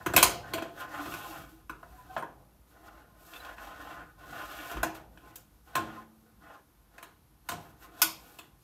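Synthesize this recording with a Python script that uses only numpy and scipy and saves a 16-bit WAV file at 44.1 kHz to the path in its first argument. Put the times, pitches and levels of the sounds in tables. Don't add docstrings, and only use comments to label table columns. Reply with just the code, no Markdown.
import sys
import numpy as np
from scipy import signal
from scipy.fft import rfft, irfft, next_fast_len
from scipy.io import wavfile
from scipy.ndimage import uniform_filter1d

SR = 44100
rng = np.random.default_rng(int(sys.argv[2]) if len(sys.argv) > 2 else 0)


def dump_mix(stems):
    frames = np.atleast_2d(stems).T
    limited = np.clip(frames, -1, 1)
    pcm = np.round(limited * 32767).astype(np.int16)
    wavfile.write(sys.argv[1], SR, pcm)


N = 380583

# frequency in Hz, relative level in dB,
# 60 dB decay time in s before joints and liner limit it.
STEEL_MODES = [(143.5, -5.5, .45), (221, -10, 0.6), (305, -9.5, 1), (323, -1.76, 0.23), (376, -5.5, .4),
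               (519, -7.5, 0.12), (592, -13.5, 0.11), (666, -5.5, 0.41), (626, -3.5, 0.75),
               (693.5, 4.66, 1), (747, -8, 0.2), (849, -8, 0.15), (972, 1.5, 0.9), (1040, 5.5, 0.62),
               (1057, -9, 0.51), (1267, -8, 0.34), (1420, -3, 0.57), (1478, 1, .3), (1473, -5, 0.6),
               (1695, -11, 0.87), (2200, -21, 0.083), (2530, -4.5, 0.75), (2594, -0.5, 0.66),
               (2756, -8.5, 0.41), (3140, -16.5, 0.25), (3740, -26, 0.071), (3120, -13.5, 0.022),
               (4000, -11.5, 0.59)]


def from_db(db):
    return 10 ** (np.asarray(db) / 20)


def rms_one(x):
    return x / np.sqrt(np.mean(x ** 2) + 1e-20)


def in_time(rows):
    s, *columns = np.transpose(rows)
    return [np.interp(np.arange(N) / SR, s, column) for column in columns]


def at_hz(points_hz, values, hz):
    return np.interp(np.log(np.maximum(hz, 1)), np.log(points_hz), values)


def coloured(x, spectrum):
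    size = next_fast_len(len(x))
    hz = np.arange(size // 2 + 1) * SR / size
    gain = from_db(at_hz(*np.transpose(spectrum), hz))
    return rms_one(irfft(rfft(x, size) * gain, size)[:len(x)])


def band(x, low_hz, high_hz):
    sos = signal.butter(2, [low_hz, high_hz], "band", fs=SR, output="sos")
    return signal.sosfilt(sos, x)


def grains(size, per_s, spread_db):
    draw = rng.random((3, size))
    strength = from_db(-spread_db * np.log(draw[1] + .01)) * np.sign(draw[2] - .5)
    return (draw[0] < per_s / SR) * strength


def drift(rate):
    step = 40
    r = np.exp(-2 * np.pi * rate * step / SR)
    noise = rng.standard_normal(N // step + 2002)
    slow = signal.lfilter([1], [1, -2 * r, r * r], noise)[2000:]
    return np.interp(np.arange(N) / step, np.arange(len(slow)), rms_one(slow))


def steel():
    # frequency in Hz, relative level in dB, 60 dB decay time in s.
    wash_table = [(150, -20, 0.66), (304, -15, .45), (500, -15, 0.55), (700, -16.5, 0.69), (1010, -10, .35),
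                  (1420, -3, 0.2), (2090, -15.5, 0.32), (2593, -4, 0.27), (4867, -13.5, 0.28),
                  (7227, -8, 0.22), (9900, -13, 0.17), (14300, -5.5, 0.2), (15500, -8.5, 0.067)]
    t = np.arange(SR // 2) / SR
    hz, level_db, t60 = np.transpose(STEEL_MODES)
    t60 = np.minimum(t60, .12 + 110 / hz)
    beat = 1 + .5 * np.cos(2 * np.pi * (rng.uniform(8, 30, (len(hz), 1)) * t))
    modes = from_db(level_db - 8.0)[:, None] * beat * np.sin(2 * np.pi * hz[:, None] * t)

    edges = 110 * 2 ** np.arange(0, 7.4, 1 / 3)
    centres = np.sqrt(edges[1:] * edges[:-1])
    wash_hz, wash_db, wash_t60 = np.transpose(wash_table)
    wash = np.array([rms_one(band(rng.standard_normal(len(t)), low, high))
                     for low, high in zip(edges, edges[1:])])
    wash *= from_db(at_hz(wash_hz, wash_db, centres))[:, None]

    hz = np.r_[hz, centres]
    t60 = np.r_[t60, at_hz(wash_hz, wash_t60, centres)]
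    return t, np.vstack([modes, wash]), hz, -60 * t / t60[:, None]


def ball_hiss(rails_db, hiss_db):
    # frequency in Hz, relative level in dB.
    ball_spectrum = [(2500, -15.5), (3600, -2), (5000, -5.5), (7500, -6.5), (10200, -10.5), (12800, -1),
                     (14300, -10.5), (16000, -9.5)]
    split_hz, gap_db, follows = 9000, 10, 0.42
    level = from_db(hiss_db + 1.2 * drift(14))
    hiss = level * coloured(grains(N, per_s=6400, spread_db=-2.0), ball_spectrum)
    lower = signal.sosfilt(signal.butter(2, split_hz, fs=SR, output="sos"), hiss)
    excess_db = np.clip(rails_db - hiss_db - gap_db, -15, 8)
    return hiss + lower * (from_db(follows * excess_db) - 1)


def sliding(t, rings, hz, fall_db):
    # time in seconds, rails level in dB, ball hiss level in dB before wander and fill.
    moves = [
        [(0.0, -43, -65), (0.022, -57.5, -65), (0.035, -50, -65)],
        [(0.33, -45.5, -51), (0.406, -58.5, -66), (0.446, -48.5, -67), (0.505, -48, -63.5)],
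        [(0.68, -49, -67.5), (0.722, -62, -70), (0.778, -47, -59), (0.806, -39.5, -48.5), (0.87, -48.5, -67.5),
         (0.954, -40, -54.5), (1.15, -45.5, -50), (1.176, -45.5, -52), (1.362, -46.5, -53), (1.602, -69.5, -71),
         (1.665, -79, -81.5)],
        [(1.87, -68, -70), (1.992, -61.5, -63.5), (2.054, -60, -69), (2.104, -59, -65.5), (2.15, -51, -63)],
        [(2.33, -79, -82), (2.632, -77, -89), (2.708, -70.5, -67), (2.766, -56, -77), (2.818, -63.5, -73),
         (2.876, -49.5, -62), (2.896, -57.5, -75), (3.004, -54.5, -70), (3.06, -66, -83), (3.14, -65.5, -79.5)],
        [(3.2, -67.5, -63.5), (3.366, -49, -57.5), (3.388, -55, -59.5), (3.456, -43, -57.5), (3.56, -53, -68),
         (3.632, -44.5, -57), (3.788, -48, -66.5), (3.822, -45, -61), (3.948, -47, -62), (3.986, -42.5, -68),
         (4.12, -67.5, -75)],
        [(4.16, -68, -82.5), (4.194, -55, -67), (4.384, -40, -55), (4.714, -44.5, -50.5), (4.8, -44.5, -62.5)],
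        [(4.93, -72, -71), (4.952, -50, -56), (5.086, -73.5, -83.5), (5.136, -72, -75.5), (5.31, -51, -65),
         (5.33, -62, -76.5)],
        [(5.41, -67, -66.5), (5.458, -74.5, -75), (5.648, -80, -80), (5.658, -60.5, -67.5), (5.725, -52.5, -68)],
        [(5.86, -47.5, -64), (6.0, -51.5, -67), (6.1, -76, -84.5), (6.2, -84.5, -73.5)],
        [(6.25, -69, -79.5), (6.39, -73.5, -84.5), (6.424, -57, -72), (6.55, -51.5, -69.5), (6.654, -78.5, -85),
         (6.896, -78.5, -85), (6.95, -56, -73.5)],
        [(7.1, -64.5, -80), (7.182, -80, -96), (7.43, -80, -86), (7.46, -66, -68.5)],
        [(7.62, -56.5, -64), (7.7, -63.5, -66), (7.752, -66.5, -82.5), (7.8, -66, -64), (7.836, -51.5, -57.5),
         (7.91, -59, -74), (8.005, -49, -56)],
        [(8.17, -70.5, -60), (8.194, -62, -61), (8.36, -63.5, -61)],
        [(8.44, -72, -70), (8.54, -75, -84), (8.63, -79.5, -67)],
    ]
    # level in dB at the usual levels,
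    # share of the rails' swing, share of the balls' swing (dB per dB), wander in dB.
    part_levels = [(-59, 0.54, .1, 1), (-56.5, .9, .05, 1), (-53.5, 0.96, 0.054, 1.2),
                   (-64.5, .6, 0.6, 0.8)]
    part_edges_hz = [200, 520, 860, 2000, 3600]
    usual_rails_db, usual_balls_db = -52, -62
    rails_db, hiss_db = in_time(np.vstack(moves))
    parts_db = []
    for usual_db, rails_share, balls_share, wander_db in part_levels:
        swing_db = rails_share * (rails_db - usual_rails_db) + balls_share * (hiss_db - usual_balls_db)
        parts_db.append(usual_db + swing_db + wander_db * drift(9))
    hiss = ball_hiss(rails_db, hiss_db)

    hop, part = 1024, np.searchsorted(part_edges_hz, hz)
    held = rings * from_db(fall_db - 60 * t / .2) * np.minimum(t / 0.0053, 1)
    held = held[:, :8192]
    hops = len(range(0, N, hop))
    travel = uniform_filter1d(rng.standard_normal((hops, len(hz))), size=4, axis=0) * 2
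    share = from_db(2.5 * travel)
    energy = share ** 2 * np.sum(held ** 2, axis=1)
    for k, level_db in enumerate(parts_db):
        mine = part == k + 1
        gain = from_db(level_db[::hop]) / np.sqrt(energy[:, mine].sum(axis=1))
        share[:, mine] *= gain[:, None]
    share[:, (part == 0) | (part > len(parts_db))] = 0

    grit = grains(N, per_s=1000, spread_db=3.5)
    knocks = np.pad(rms_one(grit) * from_db(.7 * drift(9.5)), (hop, 2 * hop))
    out, fade = np.zeros(N + 16 * hop), np.hanning(2 * hop)
    for k, ring in enumerate(share @ held):
        sound = signal.fftconvolve(knocks[k * hop:(k + 2) * hop] * fade, ring)
        out[k * hop:k * hop + len(sound)] += sound
    return out[hop:N + hop] + hiss


def rumble():
    # time in seconds, deep band in dB, low band in dB, before wander.
    rumble_levels = [(0, -62.5, -56.5), (.9, -61.5, -58.5), (1.6, -63, -64), (2.3, -61, -66),
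                     (3.2, -63.5, -66), (4.2, -58.5, -62), (5.3, -62.5, -65.5), (6.1, -68, -66),
                     (6.9, -69, -70.5), (7.9, -64.5, -65.5), (8.63, -67, -68.5)]
    # start in seconds, peak of the deep band in dB, of the low band in dB.
    shakes = [(.06, -65, -42), (.14, -48, -38.5), (.23, -44, -48), (.55, -68, -51.5), (1.05, -69, -50),
              (1.361, -54.5, -54.5), (1.85, -51, -70), (4.74, -38.5, -46.5), (5.75, -67, -47),
              (7.49, -57, -46)]
    bands_hz, wanders_db = [(46, 62), (71, 180)], (1.5, 2)
    rises_s, t60s = (0.043, 0.018), (0.27, 0.67)
    out, t = 0, np.arange(N) / SR
    starts, *shakes_db = np.transpose(shakes)
    levels_db = in_time(rumble_levels)
    for k, (low_hz, high_hz) in enumerate(bands_hz):
        power = from_db(levels_db[k] + wanders_db[k] * drift(1.5)) ** 2
        for start, peak_db in zip(starts, shakes_db[k]):
            since = np.maximum(t - start, 0) / rises_s[k]
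            after_s = np.maximum(since - 1, 0) * rises_s[k]
            power += (np.minimum(since, 1) * from_db(peak_db - 60 * after_s / t60s[k])) ** 2
        out = out + np.sqrt(power) * rms_one(band(rng.standard_normal(N), low_hz, high_hz))
    return out


def room_tone():
    # frequency in Hz, relative level in dB.
    tone_spectrum = [(15, -25), (25, -8), (64, -3.5), (180, -4.5), (317, -4), (503, -14), (796, -9.5),
                     (1020, -8.5), (1890, -17.5), (6560, -21.5), (7710, -24), (12900, -14.5), (16000, -34)]
    return from_db(-68.5) * coloured(rng.standard_normal(N), tone_spectrum)


def chatter(t, decay_s):
    burst = np.diff(grains(2001, per_s=2500, spread_db=-4.0))
    burst = burst * np.exp(-t[:2000] / max(decay_s, 5e-4))
    burst = 1.2 * burst / np.linalg.norm(burst)
    burst[[rng.integers(45), 60]] = .22, 1
    return burst


def clacks(t, rings, hz, fall_db):
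    # time of the full blow in seconds, blow level in dB, pitch of the struck part in Hz,
    # then floor panel, upper ring and treble in dB above that level before the blow colour,
    # and the chatter's decay time in seconds.
    blows = [(0.062, -19, 1180, -7, -20.5, -16.5, 0.003), (0.137, -18.5, 694, -7, -19, -14.5, 0.012),
             (0.164, -11, 719, -24, -9.5, 2, 0.0026), (0.178, -12.5, 660, -11, -6, -22, 0.004),
             (0.228, -11, 1030, -25, -7, 3, 0.0029), (0.536, -24.5, 649, -10, -7.5, -8.5, 0.0067),
             (0.581, -25.5, 665, -9, -18, -25, 0.005), (0.622, -28.5, 620, -6.5, -15.5, -18.5, 0.0043),
             (1.058, -31.5, 751, -7.5, -17, -20, 0.0051), (1.139, -30, 1020, -14, -14, -14, 0.004),
             (1.696, -26.5, 1410, -13, -27, -20.5, 0.003), (1.829, -34.5, 710, -26, -33.5, -32.5, 0.0043),
             (2.165, -19.5, 649, -25, -25.5, -38, 0.0031), (2.178, -27.5, 712, -18, -28, -21, 0.004),
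             (2.225, -29, 915, -12, -32.5, -26.5, 0.0026), (3.336, -48, 1040, -16.5, 0.5, -13, 0.004),
             (3.449, -45, 1060, -21, -3, -15, 0.0035), (3.581, -37, 1540, -26, -21, -29, 0.004),
             (4.714, -32, 713, -12, -13, -8.5, 0.0034), (4.769, -29, 1020, -9, -18.5, -22, 0.004),
             (4.831, -15, 680, -21, -21, -13.5, 0.0023), (4.949, -39.5, 1530, -12.5, -15.5, -12, 0.0054),
             (5.174, -48.5, 1580, -3.5, -13, -15.5, 0.0047), (5.357, -51, 1380, -12, -5.5, 12.5, 0.004),
             (5.754, -17.5, 1110, -17.5, -15, -12.5, 0.0036), (5.78, -26.5, 1040, -6, -27, -34, 0.0034),
             (6.981, -38.5, 1440, -24.5, -15.5, -16, 0.004), (7.028, -37, 1430, -17, -15.5, -7, 0.0028),
             (7.489, -25, 1100, -20.5, -13, -4, 0.0054), (7.517, -26, 717, -14, -18.5, -12.5, 0.0086),
             (8.018, -19, 1110, -29, -4.5, 8.5, 0.0057), (8.388, -39.5, 1030, -10.5, -7.5, -5, 0.0049)]
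    part_hz = [150, 220, 310, 680, 1040, 1500, 3000, 9000]
    # what every blow adds at those frequencies, in dB.
    blow_colour_db = [-25, -24.5, 0.5, -18.5, -19, -15.5, -1.5, -6]
    struck_gain_db, struck_octaves = 5.5, 0.67
    damping = 0.78
    spot_t60_s, carry_db, carry_loss_db_per_octave = 0.071, -3.5, 1.5
    singles = len(STEEL_MODES)

    out = np.zeros(N + SR)
    snap = band(np.eye(1, 200)[0], 3000, 14000)
    swell = 1 - np.exp(-t * hz[:, None] / .5)
    panels = from_db(carry_db - carry_loss_db_per_octave * np.log2(hz / 1000))
    carry = from_db(-60 * t / spot_t60_s) + panels[:, None]
    for s, level_db, struck_hz, panel_db, ring_db, treble_db, chatter_s in blows:
        parts_db = np.add(blow_colour_db, [0, 0, panel_db, 0, 0, 0, ring_db, treble_db])
        octaves = np.log2(hz / struck_hz)
        struck_db = struck_gain_db * np.exp(-(octaves / struck_octaves) ** 2)
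        luck = from_db(rng.normal(0, 1.5, len(hz))) * rng.choice([-1, 1], len(hz))
        strength = from_db(level_db + at_hz(part_hz, parts_db, hz) + struck_db) * luck
        wash = np.roll(rings[singles:], rng.integers(len(t)), axis=1)
        fresh = np.vstack([rings[:singles], wash])
        sound = strength @ (fresh * swell * carry * from_db(fall_db * damping))
        burst = chatter(t, chatter_s)
        sound[:len(snap)] += from_db(level_db + parts_db[-1] + 9.0) * snap
        sound = signal.fftconvolve(sound, burst)
        at = round(s * SR) - 60
        out[at:at + len(sound)] += sound
    return out[:N]


def sings():
    # start in seconds, frequency in Hz, peak level in dB before waver,
    # rise in seconds, 60 dB decay time in seconds.
    tones = [(.345, 700, -44, 0.013, 0.79), (.55, 661, -32, 0.0072, 0.3), (.64, 681, -46.5, 0.026, 0.68),
             (.42, 1540, -49, 0.027, 0.33), (0.975, 291.6, -39, 0.035, 0.45), (1.268, 322, -45, 0.04, 0.46),
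             (1.501, 323, -51.5, 0.042, 0.3), (1.9, 740, -56.5, 0.045, .5),
             (1.971, 1003, -47.5, 0.028, 0.18), (2.19, 8830, -58, .01, 0.13), (2.079, 1540, -54, .03, 0.17),
             (2.09, 752, -43.5, 0.017, 0.28), (2.165, 600, -41, 0.014, 0.11),
             (2.225, 941, -34.5, 0.0075, 0.1), (3.352, 2650, -46, 0.012, 0.057),
             (3.352, 3530, -46, 0.014, .05), (3.396, 3980, -49, 0.011, 0.046),
             (4.851, 322, -36, 0.0099, 0.37), (5.759, 1056, -25.5, 0.0081, 0.22),
             (5.768, 221, -47.5, 0.03, 1.6), (5.768, 323, -40, 0.015, .75),
             (5.965, 1040, -40.5, 0.02, 0.17), (7.52, 160, -45, 0.04, .3), (7.53, 709, -40, 0.009, 0.25),
             (8.021, 1470, -23.5, 0.0086, 0.088), (8.022, 323, -39, 0.023, 0.35)]
    out, waver = np.zeros(N), drift(30)
    for s, hz, peak_db, rise_s, t60 in tones:
        at = round(s * SR)
        t = np.arange(min(SR, N - at)) / SR
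        rise = np.sin(np.pi / 2 * np.minimum(t / rise_s, 1)) ** 2
        fall = from_db(-60 * np.maximum(t - rise_s, 0) / t60)
        level = from_db(peak_db + 0.63 * waver[at:at + len(t)])
        out[at:at + len(t)] += level * rise * fall * np.sin(2 * np.pi * hz * t)
    return out


def scene():
    drawer = steel()
    tone = room_tone()
    return (clacks(*drawer) + sings() + sliding(*drawer) + rumble() + tone)[None]


def record(dry):
    dry = signal.sosfilt(signal.butter(4, 38, "high", fs=SR, output="sos"), dry)
    return signal.sosfilt(signal.cheby2(16, 70, 16300, fs=SR, output="sos"), dry)


dry = scene()
out = record(dry)
dump_mix(out)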